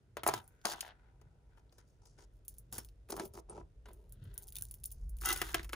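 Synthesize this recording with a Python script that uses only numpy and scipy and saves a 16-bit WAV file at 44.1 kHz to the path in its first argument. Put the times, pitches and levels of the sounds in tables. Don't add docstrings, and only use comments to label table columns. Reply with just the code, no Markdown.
import sys
import numpy as np
from scipy import signal
from scipy.fft import rfft, irfft, next_fast_len
from scipy.io import wavfile

SR = 44100
rng = np.random.default_rng(int(sys.argv[2]) if len(sys.argv) > 2 else 0)


def dump_mix(stems):
    frames = np.atleast_2d(stems).T
    limited = np.clip(frames, -1, 1)
    pcm = np.round(limited * 32767).astype(np.int16)
    wavfile.write(sys.argv[1], SR, pcm)


def natural_amplitude(level_db):
    exponent = np.asarray(level_db, float) / 20
    return 10 ** exponent


N = 253559

# frequency in Hz, level in dB per Hz.
AIR_SPECTRUM = [(40, 7.5), (110, 11.5), (180, 0.5), (520, 0), (800, -19.5), (1100, -14), (2000, -19),
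                (4000, -24), (6300, -27), (10000, -29.5), (14000, -42.5)]
# frequency in Hz, likeness 0-1.
AIR_LIKENESS = [(60, 1), (150, 0.2), (400, 1), (1000, 0.04), (3500, 0.1), (7000, 0)]
# time in seconds, stand level in dB.
ARM_LEAN = [
    (0.0, -71),
    (4.95, -51),
    (4.96, -42),
    (5.72, -50.5),
    (5.75, -62),
]
# time in seconds, level in dB.
FRAME_BUMPS = [(.3, -51), (1.248, -59), (2.198, -62.5), (2.551, -65), (2.751, -54.5), (3.25, -55.5),
               (3.6, -56.5), (4.248, -48.5), (4.601, -55), (4.798, -57), (5.051, -54), (5.251, -57.5),
               (5.45, -51.5), (5.6, -52)]
# time in seconds, left-right in dB, nearness to the board's middle 0-1.
HANDS = [
    (0, 2, 0.25),
    (1.0, 6, 0),
    (2.3, 5.5, 0.73),
    (2.7, 1.5, 0.84),
    (3.099, 1.5, 0.93),
    (3.7, 1, 0.8),
    (3.86, 1.5, 0.92),
    (4.2, 7, 1),
    (5.2, 3.5, 0.04),
    (5.75, 1, 0.5),
]
# frequency in Hz, width in Hz, level in dB.
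EDGE_MODES = [(760, 60, 0), (960, 80, -1), (606, 60, -8), (1310, 170, -6), (2300, 600, -15)]
# frequency in Hz, width in Hz, level in dB.
MIDDLE_MODES = [(385, 48, 0), (620, 120, -7), (215, 60, -8)]
# frequency in Hz, width in Hz, level in dB.
LINK_MODES = [(3820, 230, -10), (4660, 90, 3), (6040, 140, 3), (6730, 130, -6)]
# start in seconds, hold in seconds, board, links and fine chain in dB.
SLIDES = [(.268, 0.03, -41.5, -49, -49), (.3, 0.088, -42.5, -58.5, -58), (.655, 0.085, -47.5, -48, -51),
          (.76, 0.041, -58, -66.5, -68), (.82, 0.068, -56.5, -67.5, -68.5), (1.572, .03, -68, -81.5, -88),
          (1.782, 0.029, -70.5, -70, -88), (2.33, .06, -93, -94, -87), (2.02, 0.057, -67, -76.5, -102),
          (2.185, 0.061, -60.5, -67, -81), (3.098, 0.17, -44, -63, -61),
          (3.342, 0.058, -48.5, -62.5, -65.5), (3.495, .09, -46.5, -70.5, -95),
          (4.22, 0.257, -66.5, -85, -84.5), (5.25, 0.095, -40.5, -45.5, -53.5), (5.33, .2, -54, -57.5, -55)]
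# start in seconds, seconds to lose 30 dB, board, links, fine chain in dB.
SPILLS = [(.185, -0.32, -76, -72, -73), (.36, 0.27, -55, -73.5, -67), (0.929, 3, -72, -101, -105.5),
          (1.51, -0.5, -81, -88.5, -88), (1.725, 0.34, -82.5, -75.5, -93), (1.878, 0.2, -83.5, -77, -86),
          (2.059, 0.2, -71.5, -66, -94), (2.488, 0.18, -88, -74, -66), (2.736, 0.1276, -44.5, -49.5, -47.5),
          (3.207, 0.088, -33, -59, -62), (3.586, 0.06, -40.5, -65.5, -88),
          (3.868, 0.53, -56, -102.5, -76.5), (4.139, 0, -82.5, -80, -72), (4.398, 2, -85, -82, -76.5),
          (4.438, -0.15, -79, -93, -63), (4.496, -1.02, -62, -87, -62.5), (4.561, 0.18, -64, -80.5, -60),
          (4.635, 0.3, -94, -88, -65), (4.713, 0.1, -74, -96.5, -70), (4.865, 0.5, -97, -71, -74),
          (5.215, 0.58, -65, -65.5, -49.5), (5.566, 0.12, -49, -54.5, -65), (5.735, 3, -50, -62, -74)]
# start in seconds, hold in seconds, level in dB.
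RUBS = [(.185, 0.0048, -53.5), (.3, 0.079, -51), (.47, 0.32, -78.5), (.655, 0.082, -47.5),
        (.77, 0.13, -58.5), (.9, 0.023, -69.5), (.95, 0.145, -76.5), (1.2, 0.079, -82.5),
        (1.51, 0.088, -80), (1.79, 0.008, -67), (2.18, 0.052, -71), (2.74, 0.06, -59.5),
        (3.19, 0.0072, -53.5), (3.345, 0.029, -76), (3.51, 0.047, -84), (3.865, 0.046, -70.5),
        (4.12, 0.097, -80), (4.22, .19, -71), (4.54, 0.079, -73), (5.225, 0.033, -54.5),
        (5.285, 0.036, -39), (5.34, 0.17, -52), (5.541, 0.057, -48.5)]
# board, links, fine chain and skin levels in dB.
IDLE_DB = [-84, -93.5, -100, -91.5]
# time in seconds, tick peak in dB, knock in dB over tick,
# treble share in dB.
EDGE_TOUCHES = [(0.169, -36, 2.5, -15), (0.234, -31, -4, -12.5), (0.2653, -24.5, -4, 6),
                (0.2754, -16, -19.5, -5.5), (0.2882, -25, -1.5, -27.5), (0.3378, -26, -7, -21.5),
                (0.6533, -20, -12.5, -24), (0.6677, -30, -12, -18), (0.698, -32, -13.5, -20.5),
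                (0.7339, -37, -3, -27), (0.807, -24.5, -32, -18), (1.5738, -78, 16, -9),
                (2.7255, -29, -22.5, -7.5), (3.0881, -53, -2, -4.5), (3.8568, -56, 3.5, -29),
                (3.8847, -55.5, 3, -8)]
# time in seconds, tick peak in dB, knock in dB over tick,
# treble share in dB.
MIDDLE_TOUCHES = [(1.2142, -55.5, -5.5, -22.5), (1.725, -54.5, -10.5, -24.5), (1.783, -51, -7.5, -22),
                  (2.055, -52.5, -13.5, -19), (2.1874, -58.5, -1, -24), (2.7816, -26, -19.5, 15.5),
                  (3.104, -28.5, -19, -8), (3.1214, -30.5, -14.5, -58), (3.1653, -35.5, -13.5, -10.5),
                  (3.1972, -31.5, -3.5, -55), (3.337, -45.5, -40, -6.5), (3.3741, -52.5, -2.5, -19),
                  (3.558, -76, 0, -26), (5.5949, -43.5, -5, -18.5), (5.725, -39.5, -22, -6.5)]
# time in seconds, tick peak in dB, knock in dB over tick,
# treble share in dB, knock pitch in Hz.
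DISH_TOUCHES = [(5.2124, -36.5, -18.5, -8, 1393), (5.235, -46, 1, -9.5, 1460),
                (5.2577, -17, -33.5, -7.5, 2020), (5.2881, -18, -22, -13, 2080),
                (5.327, -18.5, -25, -11.5, 1884), (5.3609, -25.5, -12.5, -4, 2143),
                (5.374, -27, -43, -10, 1390), (5.416, -22.5, -3.5, -8.5, 1440), (5.4888, -42, -4, 6, 1620),
                (5.5441, -20, -6, -13, 1488), (5.6305, -42, -11.5, -10, 2140),
                (5.645, -38.5, -10, -10.5, 1550), (5.693, -42, -5, -19, 1610),
                (5.7315, -30.5, -2.5, 3, 1360)]
# time in seconds, peak in dB, pitch in Hz.
EDGE_TAPS = [(0.2649, -16.5, 918), (0.268, -27.5, 914), (0.2763, -25.5, 878.4), (0.2859, -20, 970),
             (0.2896, -26.5, 934), (0.3071, -39, 1021), (0.3121, -42.5, 924), (0.3177, -37.5, 1450),
             (0.3224, -45.5, 1110), (0.3333, -40, 1090), (0.3382, -22.5, 1031), (0.3414, -33.5, 1142),
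             (0.3528, -42, 1010), (0.3587, -50, 1020), (0.3619, -49.5, 1240), (0.3653, -49.5, 1240),
             (0.3769, -50, 900), (0.3832, -59, 1030), (0.3973, -55, 1230), (0.4014, -53.5, 1436),
             (0.6501, -28, 980), (0.6539, -25.5, 1490), (0.6612, -37.5, 980), (0.6657, -48.5, 960),
             (0.6694, -29, 1322), (0.677, -42.5, 940), (0.6899, -33.5, 867), (0.6984, -43, 929),
             (0.7168, -34.5, 977), (0.7204, -51, 1410), (0.7368, -49, 1300), (0.7452, -48, 1140),
             (0.7535, -41.5, 980), (0.7665, -47.5, 950), (0.7835, -44.5, 1050)]
# time in seconds, peak in dB, pitch in Hz.
MIDDLE_TAPS = [(2.7324, -52, 1230), (2.7377, -47.5, 937), (2.7809, -61, 1240), (3.1017, -44, 1056),
               (3.1258, -34, 866), (3.1314, -45, 1080), (3.1415, -41, 990), (3.1671, -40, 1040),
               (3.1707, -45, 1030), (3.1784, -38, 1130), (3.1882, -38.5, 845), (3.198, -29, 1090),
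               (3.2123, -50, 830), (3.3413, -56, 910), (3.3564, -50, 1095), (3.3675, -52, 867),
               (3.3761, -41, 1009), (3.388, -46, 890), (3.4905, -52, 740), (3.5084, -47.5, 770),
               (3.526, -48.5, 836), (3.5666, -55.5, 890), (3.5802, -42, 710), (3.611, -52.5, 960),
               (3.614, -49, 990), (3.8574, -53, 1116), (3.886, -58.5, 1110), (3.907, -52.5, 804)]
# time in seconds, peak in dB, pitch in Hz.
DISH_TAPS = [(5.2193, -36.5, 1520), (5.2363, -37, 1540), (5.2405, -47, 1760), (5.2539, -41, 1640),
             (5.2603, -42, 1860), (5.2724, -26.5, 1530), (5.2908, -33, 1870), (5.2979, -29.5, 1560),
             (5.3031, -37, 1430), (5.3084, -35, 1600), (5.3123, -27.5, 1340), (5.3173, -53, 1400),
             (5.3264, -44, 1490), (5.3398, -46, 1380), (5.3603, -39, 1980), (5.3644, -38, 1560),
             (5.3732, -46, 1800), (5.3836, -44, 1910), (5.3947, -41, 1680), (5.4164, -20, 1580),
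             (5.4375, -40, 1860), (5.4598, -43, 1470), (5.4655, -46, 1520), (5.4713, -43, 1830),
             (5.4755, -46, 1590), (5.4927, -40, 1610), (5.507, -49, 1870), (5.5139, -45, 1540),
             (5.5373, -37, 1920), (5.5464, -20.5, 1560), (5.5564, -35, 1820), (5.595, -28.5, 1960),
             (5.6012, -53, 1430), (5.6519, -48.5, 1680), (5.6942, -58, 2030), (5.698, -43.5, 1680),
             (5.7318, -33, 1430)]
# time in seconds, peak in dB, pitch in Hz.
AFTER_TAPS = [
    (.2925, -24, 800),
    (.2712, -32.5, 607.6),
    (3.2345, -36, 395),
    (5.309, -38, 370),
    (5.4195, -33.5, 760),
    (5.549, -27.5, 730),
    (5.734, -45, 814),
]
# time in seconds, peak in dB, frequency in Hz, fade in seconds.
CHIRPS = [
    (.441, -58.5, 8730, 0.0057),
    (2.79, -53.5, 5430, 0.018),
    (3.496, -55, 10100, 0.0048),
    (3.497, -41.5, 8660, 0.0083),
    (3.507, -55, 8130, 0.0081),
    (4.568, -45.5, 3610, 0.0055),
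    (4.624, -57, 1560, 0.0054),
]
# time in seconds, peak in dB, body in dB over the click.
PICKED_BEADS = [(0.478, -42, -28.5), (0.615, -65, 3), (2.4506, -51, -20.5), (2.4815, -25.5, -24),
                (2.541, -49, -22.5), (2.5774, -63, -4.5), (2.584, -38, -45), (2.848, -37, -15.5),
                (2.8879, -51, -5), (3.254, -36, -16), (3.2774, -45.5, -20.5), (3.933, -45, -25)]
# time in seconds, peak in dB, body in dB over the click.
POURED_BEADS = [(4.0946, -50.5, -21), (4.1235, -35, -25), (4.2401, -50, -28), (4.3415, -40, -28),
                (4.3782, -28, -21), (4.3871, -48, -18), (4.4235, -38.5, -24), (4.4717, -42, -21),
                (4.4854, -37.5, -13.5), (4.5235, -37, -17), (4.5555, -25.5, -15.5), (4.5657, -30.5, -11),
                (4.5854, -29, -14.5), (4.6101, -35, -17), (4.6225, -27.5, -22), (4.6364, -30.5, -34),
                (4.712, -29.5, -24.5), (4.7408, -35, -18.5), (4.8, -54, -23), (4.8366, -35, -17.5),
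                (4.853, -35.5, -11), (4.8571, -25, -39.5), (4.9058, -45, -14), (4.9198, -32.5, -22.5),
                (5.0941, -43.5, -34), (5.1687, -40.5, -20), (5.1865, -42, -15.5)]
# time in seconds, peak in dB, colour in Hz.
NUDGES = [(4.3912, -52, 14000), (4.43, -38, 10200), (4.4342, -42, 10700), (4.4403, -45, 9980),
          (4.4808, -37.5, 12000), (4.4913, -42, 10900), (4.504, -44, 10900), (4.5502, -41, 13700),
          (4.569, -27, 13700), (4.577, -49, 13100), (4.5897, -48, 11600), (4.6036, -49, 12000),
          (4.626, -42, 11000), (4.6527, -36.5, 11300), (4.6864, -49, 10000), (4.72, -40, 13400),
          (4.7444, -40, 12600), (4.7537, -44.5, 13300), (4.7745, -51.5, 13900), (4.8405, -27, 10550),
          (4.878, -40, 13100), (4.9159, -33.5, 12800), (4.9245, -36, 10200), (4.3788, -25.5, 14660),
          (4.6224, -22.5, 14370), (4.7113, -29.5, 14430), (5.212, -35, 10000), (5.2518, -26.5, 9510)]
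# time in seconds, peak in dB, colour in Hz.
CATCHES = [(.6555, -23.5, 5900), (0.67, -30, 6000), (.686, -36.5, 5830), (.696, -36, 6500),
           (0.7007, -35, 5000), (.709, -31.5, 4780), (.718, -35, 6600), (.728, -37, 5200),
           (0.735, -36.5, 5960), (0.8102, -39, 2800), (.825, -39.5, 5200), (1.695, -63, 3600),
           (5.549, -26.5, 2900), (5.418, -32.5, 2780)]
# frequency in Hz, level in dB, T60 in seconds.
TRINKET_MODES = [(1311, -4, .06), (1466, -1, .07), (2017, 1, .16), (2772, -6, .08), (3200, -8, .04),
                 (3730, -8, .07), (5450, -14, .03), (6190, -3, .05), (9155, -3, .04), (14805, -4, .07),
                 (12400, -5, .04)]
# time in seconds, level in dB.
JINGLE = [
    (5.249, -54.5),
    (5.253, -26.5),
    (5.275, -43),
    (5.29, -33.5),
    (5.31, -31),
    (5.333, -46.5),
    (5.345, -53),
    (5.41, -49),
    (5.43, -59),
]
# frequency in Hz, gain in dB.
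CAPSULE = [(5000, -0.5), (7400, -1.5), (9500, 2), (12300, -4.5), (14500, -1), (15500, -2), (15950, -6.5),
           (16600, -19)]

AIR_DB, ROOM_DB, ROOM_T60_S, WALL_CUT_HZ = -70, -17, 0.22, 2600
STAND_HZ, STAND_WIDTH_HZ = 53, 3.6
BUMP_RISE_S, BUMP_FADE_S, FRAME_REST_DB = 0.26, 0.26, -70
GRIP_S, DROP_S, STOP_S, LIFT_S = 0.018, 0.019, 0.012, 0.068
EDGE_HZ, EDGE_SPREAD, MIDDLE_HZ = 910, 0.37, 350
NUDGE_FADE_S, NUDGE_SPREAD = 0.00082, 1.45
BOUNCE_START_S, FIRST_GAP_S, GAP_RATIO = 0.8295, 0.0195, 0.835
BOUNCE_DB, BOUNCE_LOSS_DB = -45, 2
PORT_LAG_S, PORT_FROM_HZ, BASS_LEAD_RAD, CUTOFF_HZ = 0.000258, 6360, 0.5, 17400


def rms_one(x):
    return x / np.sqrt(np.mean(x ** 2) + 1e-20)


def peak_one(x):
    return x / np.max(np.abs(x))


def in_time(rows):
    s, *columns = np.transpose(rows)
    return [np.interp(np.arange(N) / SR, s, c) for c in columns]


def at_hz(points, hz):
    points_hz, values = np.transpose(points)
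    return np.interp(np.log(hz), np.log(points_hz), values)


def band(x, low_hz, high_hz):
    sos = signal.butter(2, [low_hz, min(high_hz, 0.45 * SR)], "band", fs=SR, output="sos")
    return signal.sosfilt(sos, x)


def resonate(x, hz, width_hz):
    r = np.exp(-np.pi * width_hz / SR)
    poles = [1, -2 * r * np.cos(2 * np.pi * hz / SR), r * r]
    return signal.lfilter([(1 - r * r) / 2, 0, (r * r - 1) / 2], poles, x)


def body_of(x, modes):
    total = 0
    for k, (hz, width_hz, db) in enumerate(modes):
        total = total + (-1) ** k * natural_amplitude(db) * rms_one(resonate(x, hz, width_hz))
    return rms_one(total)


def add_at(out, s, sound):
    at = round(s * SR)
    out[..., at:at + sound.shape[-1]] += sound


def place(x, pan_db, lag_s=0.0):
    sos = signal.butter(3, [350, 5600], "band", fs=SR, output="sos")
    body = signal.sosfiltfilt(sos, x)
    n = np.arange(len(x))
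    late = np.interp(n - lag_s * SR, n, body, left=0)
    left = x + body * (natural_amplitude(pan_db / 2) - 1)
    right = x - body + late * natural_amplitude(-pan_db / 2)
    return np.array([left, right])


def swells(rows, rise_s, fall_s):
    t, rows = np.arange(0, N + 32, 32) / SR, np.array(rows, float)
    start, hold = rows[:, :1], np.maximum(rows[:, 1:2], 0)
    fall_s = np.maximum(np.reshape(fall_s, (-1, 1)), 0.01)
    before, after = (start - t) / rise_s, (t - start - hold) / fall_s
    shape = natural_amplitude(-30 * np.maximum(np.maximum(before, after), 0))
    power = natural_amplitude(rows[:, 2:].T) ** 2 @ shape ** 2
    return np.array([np.interp(np.arange(N) / SR, t, np.sqrt(p)) for p in power])


def air():
    out, edges_hz, white = 0, 30 * 2 ** np.arange(0, 9.6, 0.5), rng.standard_normal((2, 2, N))
    for k, (low_hz, high_hz) in enumerate(zip(edges_hz, edges_hz[1:])):
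        mid, side = band(white[k % 2], low_hz, high_hz)
        hz = np.sqrt(low_hz * high_hz)
        alike = np.clip(at_hz(AIR_LIKENESS, hz), -1, 1)
        pair = np.sqrt(1 + alike) * mid + np.sqrt(1 - alike) * side * [[1], [-1]]
        out = out + natural_amplitude(at_hz(AIR_SPECTRUM, hz)) * pair
    return natural_amplitude(AIR_DB) * rms_one(out)


def stand():
    level_db, = in_time(ARM_LEAN)
    push = rng.standard_normal(N)
    hum = rms_one(resonate(push, STAND_HZ, STAND_WIDTH_HZ)) + 0.5 * rms_one(band(push, 40, 50))
    hum = signal.sosfilt(signal.butter(2, 80, fs=SR, output="sos"), hum)
    return natural_amplitude(level_db) * rms_one(hum)


def frame():
    bumps, = swells([(s, 0, db) for s, db in FRAME_BUMPS], BUMP_RISE_S, BUMP_FADE_S)
    rumble = band(band(rng.standard_normal(N), 73, 130), 32, 500)
    return np.hypot(bumps, natural_amplitude(FRAME_REST_DB)) * rms_one(rumble)


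def moves():
    spills = np.array(SPILLS)
    slid = swells(SLIDES, GRIP_S, STOP_S)
    spilt = swells(spills * [1, 0, 1, 1, 1], DROP_S, spills[:, 1])
    rubbed = swells(RUBS, GRIP_S, LIFT_S)
    return np.hypot(np.vstack([np.hypot(slid, spilt), rubbed]), natural_amplitude(np.array(IDLE_DB))[:, None])


def grains(per_s, spread_db):
    sizes = natural_amplitude(spread_db * np.minimum(rng.exponential(1, N), 4)) * rng.choice([-1, 1], N)
    return sizes * (rng.random(N) < per_s / SR) + 0.076 * rng.standard_normal(N)


def drag(spread):
    on_board, on_links, on_chain, on_skin = moves()
    pan_db, middle = in_time(HANDS)
    middle = np.clip(middle, 0, 1)
    lumps = natural_amplitude(2.8 * rms_one(band(rng.standard_normal(N), 25, 110)))
    bright = np.clip(on_skin / natural_amplitude(-62), middle, 1)
    parts = []
    for central in (True, False):
        slips = lumps * grains(per_s=1200, spread_db=0.5)
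        fine = lumps * grains(per_s=2300, spread_db=2)
        skin = rms_one(slips) + 0.7 * rng.standard_normal(N)
        board = np.sqrt(1 - middle) * body_of(slips, EDGE_MODES)
        if central:
            board = board + np.sqrt(middle) * body_of(slips, MIDDLE_MODES)
        brush = rms_one(band(skin, 1250, 2300))
        brush = brush + (1.4 - bright) * rms_one(resonate(slips, 1520, 90))
        brush = brush + bright * rms_one(band(skin, 2200, 3800))
        links = rms_one(band(fine, 4900, 8600)) + 0.13 * body_of(fine, LINK_MODES)
        sound = on_board * natural_amplitude(-7.5) * board + on_skin * natural_amplitude(-3) * rms_one(brush)
        parts.append(sound + on_links * natural_amplitude(-2.5) * rms_one(links))
    rattle = on_chain * natural_amplitude(2.5) * rms_one(band(fine, 6400, 20000))
    side = band(band(parts[1], 300, 6000), 200, 7000)
    return place(parts[0], pan_db) + rattle + spread * side * [[1], [-1]]


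def touches():
    edge_hz = EDGE_HZ * np.exp(EDGE_SPREAD * rng.standard_normal(len(EDGE_TOUCHES)))
    rows = [(*r, hz) for r, hz in zip(EDGE_TOUCHES, edge_hz)]
    rows = rows + [(*r, MIDDLE_HZ) for r in MIDDLE_TOUCHES] + DISH_TOUCHES
    s, pan_db, _ = np.transpose(HANDS)
    return [(*r, np.interp(r[0], s, pan_db) + 0.5) for r in rows]


def contacts(chatter_s, knock_cycles):
    out, size = np.zeros((2, N + 4096)), 4096
    t = np.arange(size) / SR
    for s, tick_db, knock_db, treble_db, knock_hz, pan_db in touches():
        noise = rng.standard_normal(size)
        chatter = noise * (np.exp(-t / chatter_s) + 0.17 * np.exp(-t / 0.0071))
        share = min(natural_amplitude(treble_db + 5.5), 1)
        lower = band(chatter * np.exp(-t / 0.018), 4200, 9800)
        tick = share * band(chatter, 7200, 17000) + 0.34 * np.sqrt(1.03 - share ** 2) * lower
        blow = noise * noise[::-1] * np.exp(-t / 0.0066)
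        knock = resonate(blow, knock_hz, knock_hz / knock_cycles) + 0.43 * band(blow, 210, 1500)
        hit = natural_amplitude(tick_db) * (peak_one(tick) + natural_amplitude(knock_db + 5) * peak_one(knock))
        add_at(out, s, place(hit, pan_db, lag_s=0.000012 * abs(pan_db)))
    return out[:, :N]


def taps(rows, cycles, thud_hz, thud_db, boost_db, glide=0.64, lag_s=0.000091):
    out, t = np.zeros(N + 1024), np.arange(1024) / SR
    thud = np.sin(2 * np.pi * thud_hz * t) * thud_hz * t * np.exp(1 - thud_hz * t)
    for s, db, hz in rows:
        age = hz * t / cycles
        turns = cycles * ((1 - glide / 2) * age + glide * (1 - np.exp(-age)))
        ring = np.sin(2 * np.pi * turns) * np.sqrt(age) * np.exp(0.5 - age)
        add_at(out, s, natural_amplitude(db + boost_db) * (ring + natural_amplitude(thud_db) * thud))
    return place(out[:N], 1.5, lag_s)


def chirps():
    t, out = np.arange(N) / SR, np.zeros(N)
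    for s, peak_db, hz, fade_s in CHIRPS:
        age = np.maximum(t - s, 0)
        out += natural_amplitude(peak_db) * np.sin(2 * np.pi * hz * age) * np.exp(-age / np.clip(fade_s, 0.002, 0.016))
    return out


def beads(click_s, rattle_s):
    out, size = np.zeros((2, N + 2048)), 2048
    t = np.arange(size) / SR
    for s, click_db, body_db in PICKED_BEADS + POURED_BEADS:
        noise = rng.standard_normal(size)
        snap = noise * (np.exp(-t / click_s) + 0.49 * np.abs(noise[::-1]) * np.exp(-t / rattle_s))
        snap[0] += 6
        snap = snap + 0.2 * np.roll(noise, 700) * np.abs(snap) * [[1], [-1]]
        click = band(band(snap, 9000, 16000), 4600, 21000)
        body = band(band(snap * np.exp(-t / 0.014), 2800, 7500), 1300, 17000)
        add_at(out, s, natural_amplitude(click_db + 2.5) * (peak_one(click) + natural_amplitude(body_db + 5) * peak_one(body)))
    return out[:, :N]


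def nudges():
    out, t = np.zeros(N + 1024), np.arange(1024) / SR
    for s, db, hz in NUDGES + CATCHES:
        spread = NUDGE_SPREAD ** min(hz / 9000, 1)
        scratch = rng.standard_normal(1024) * np.exp(-t / NUDGE_FADE_S)
        add_at(out, s, natural_amplitude(db) * peak_one(band(scratch, hz / spread, hz * spread)))
    return out[:N]


def bounce(count=10):
    k, clicks, out = np.arange(count), np.full(N, 1e-18), 0
    s = BOUNCE_START_S + FIRST_GAP_S * (1 - GAP_RATIO ** k) / (1 - GAP_RATIO)
    clicks[(s * SR).astype(int)] = natural_amplitude(BOUNCE_DB - BOUNCE_LOSS_DB * k)
    clicks = band(clicks, 260, 3500)
    for hz, width_hz, db in [(760, 250, 1.5), (1680, 290, -2), (3000, 730, -12)]:
        out = out + SR / np.pi / width_hz * natural_amplitude(db) * resonate(clicks, hz, width_hz)
    return out


def jingle():
    t, (level_db,), out = np.arange(N) / SR, in_time(JINGLE), np.zeros(N)
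    shaken = natural_amplitude(level_db) * (t > JINGLE[0][0]) * (t < JINGLE[-1][0])
    for hz, db, t60_s in TRINKET_MODES:
        width_hz = np.log(1000) / np.pi / t60_s
        clicks = rms_one(grains(per_s=500, spread_db=3))
        ring = resonate(shaken * clicks + 1e-18, hz, width_hz)
        out += natural_amplitude(db - 9.5) * np.sqrt(SR / np.pi / width_hz) * ring
    return out


def room(x):
    size = next_fast_len(N + SR)
    w, heard, sides = 2 * np.pi * np.arange(size // 2 + 1) / size, rfft(x, size), []
    wall = 1 / (1 + 1j * w * SR / (2 * np.pi * WALL_CUT_HZ))
    for lags in rng.uniform(0.0025, 0.029, (2, 8)) * SR:
        echoes = 0
        for k, lag in enumerate(lags):
            one_round = natural_amplitude(-60 * lag / SR / ROOM_T60_S) * wall * np.exp(-1j * w * lag)
            echoes = echoes + (-1) ** k * one_round / (1 - one_round)
        sides.append(heard * echoes)
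    apart = 1 / (1 + (w * SR / (2 * np.pi * PORT_FROM_HZ)) ** 8)
    return irfft([sides[0], apart * sides[1] + (1 - apart) * sides[0]], size)[:, :N]


def scene():
    table = drag(spread=0.76) + contacts(chatter_s=0.0054, knock_cycles=1.4)
    table = table + taps(EDGE_TAPS, cycles=0.98, thud_hz=410.6, thud_db=-19, boost_db=2.5)
    table = table + taps(MIDDLE_TAPS, cycles=0.71, thud_hz=382, thud_db=-11, boost_db=5)
    table = table + taps(DISH_TAPS, cycles=1.54, thud_hz=370, thud_db=-15.5, boost_db=-1)
    table = table + taps(AFTER_TAPS, cycles=2.4, thud_hz=384, thud_db=-19, boost_db=-3.5, glide=0.19)
    table = table + beads(click_s=0.00069, rattle_s=0.0099) + nudges()
    table = table + place(bounce(), 3.5) + place(chirps() + jingle(), 2)
    return table + natural_amplitude(ROOM_DB) * room(table.mean(axis=0)) + stand() + frame() + air()


def top_cut(x):
    return signal.sosfilt(signal.butter(12, 16820, fs=SR, output="sos"), x)


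def record(dry):
    size = next_fast_len(N + 4096)
    hz = np.arange(size // 2 + 1) * SR / size
    lead_rad = BASS_LEAD_RAD * np.minimum(hz / 700, 1) * (hz < PORT_FROM_HZ)
    lead_rad = lead_rad - 2 * np.pi * PORT_LAG_S * np.maximum(hz - PORT_FROM_HZ, 0)
    response = natural_amplitude(at_hz(CAPSULE, hz + 1)) * np.exp(0.5j * lead_rad * [[1], [-1]])
    ports = irfft(rfft(dry, size) * response, size)[:, :N]
    mix = signal.sosfilt(signal.cheby2(8, 50, CUTOFF_HZ, fs=SR, output="sos"), ports)
    return top_cut(mix)


dry = scene()
out = record(dry)
dump_mix(out)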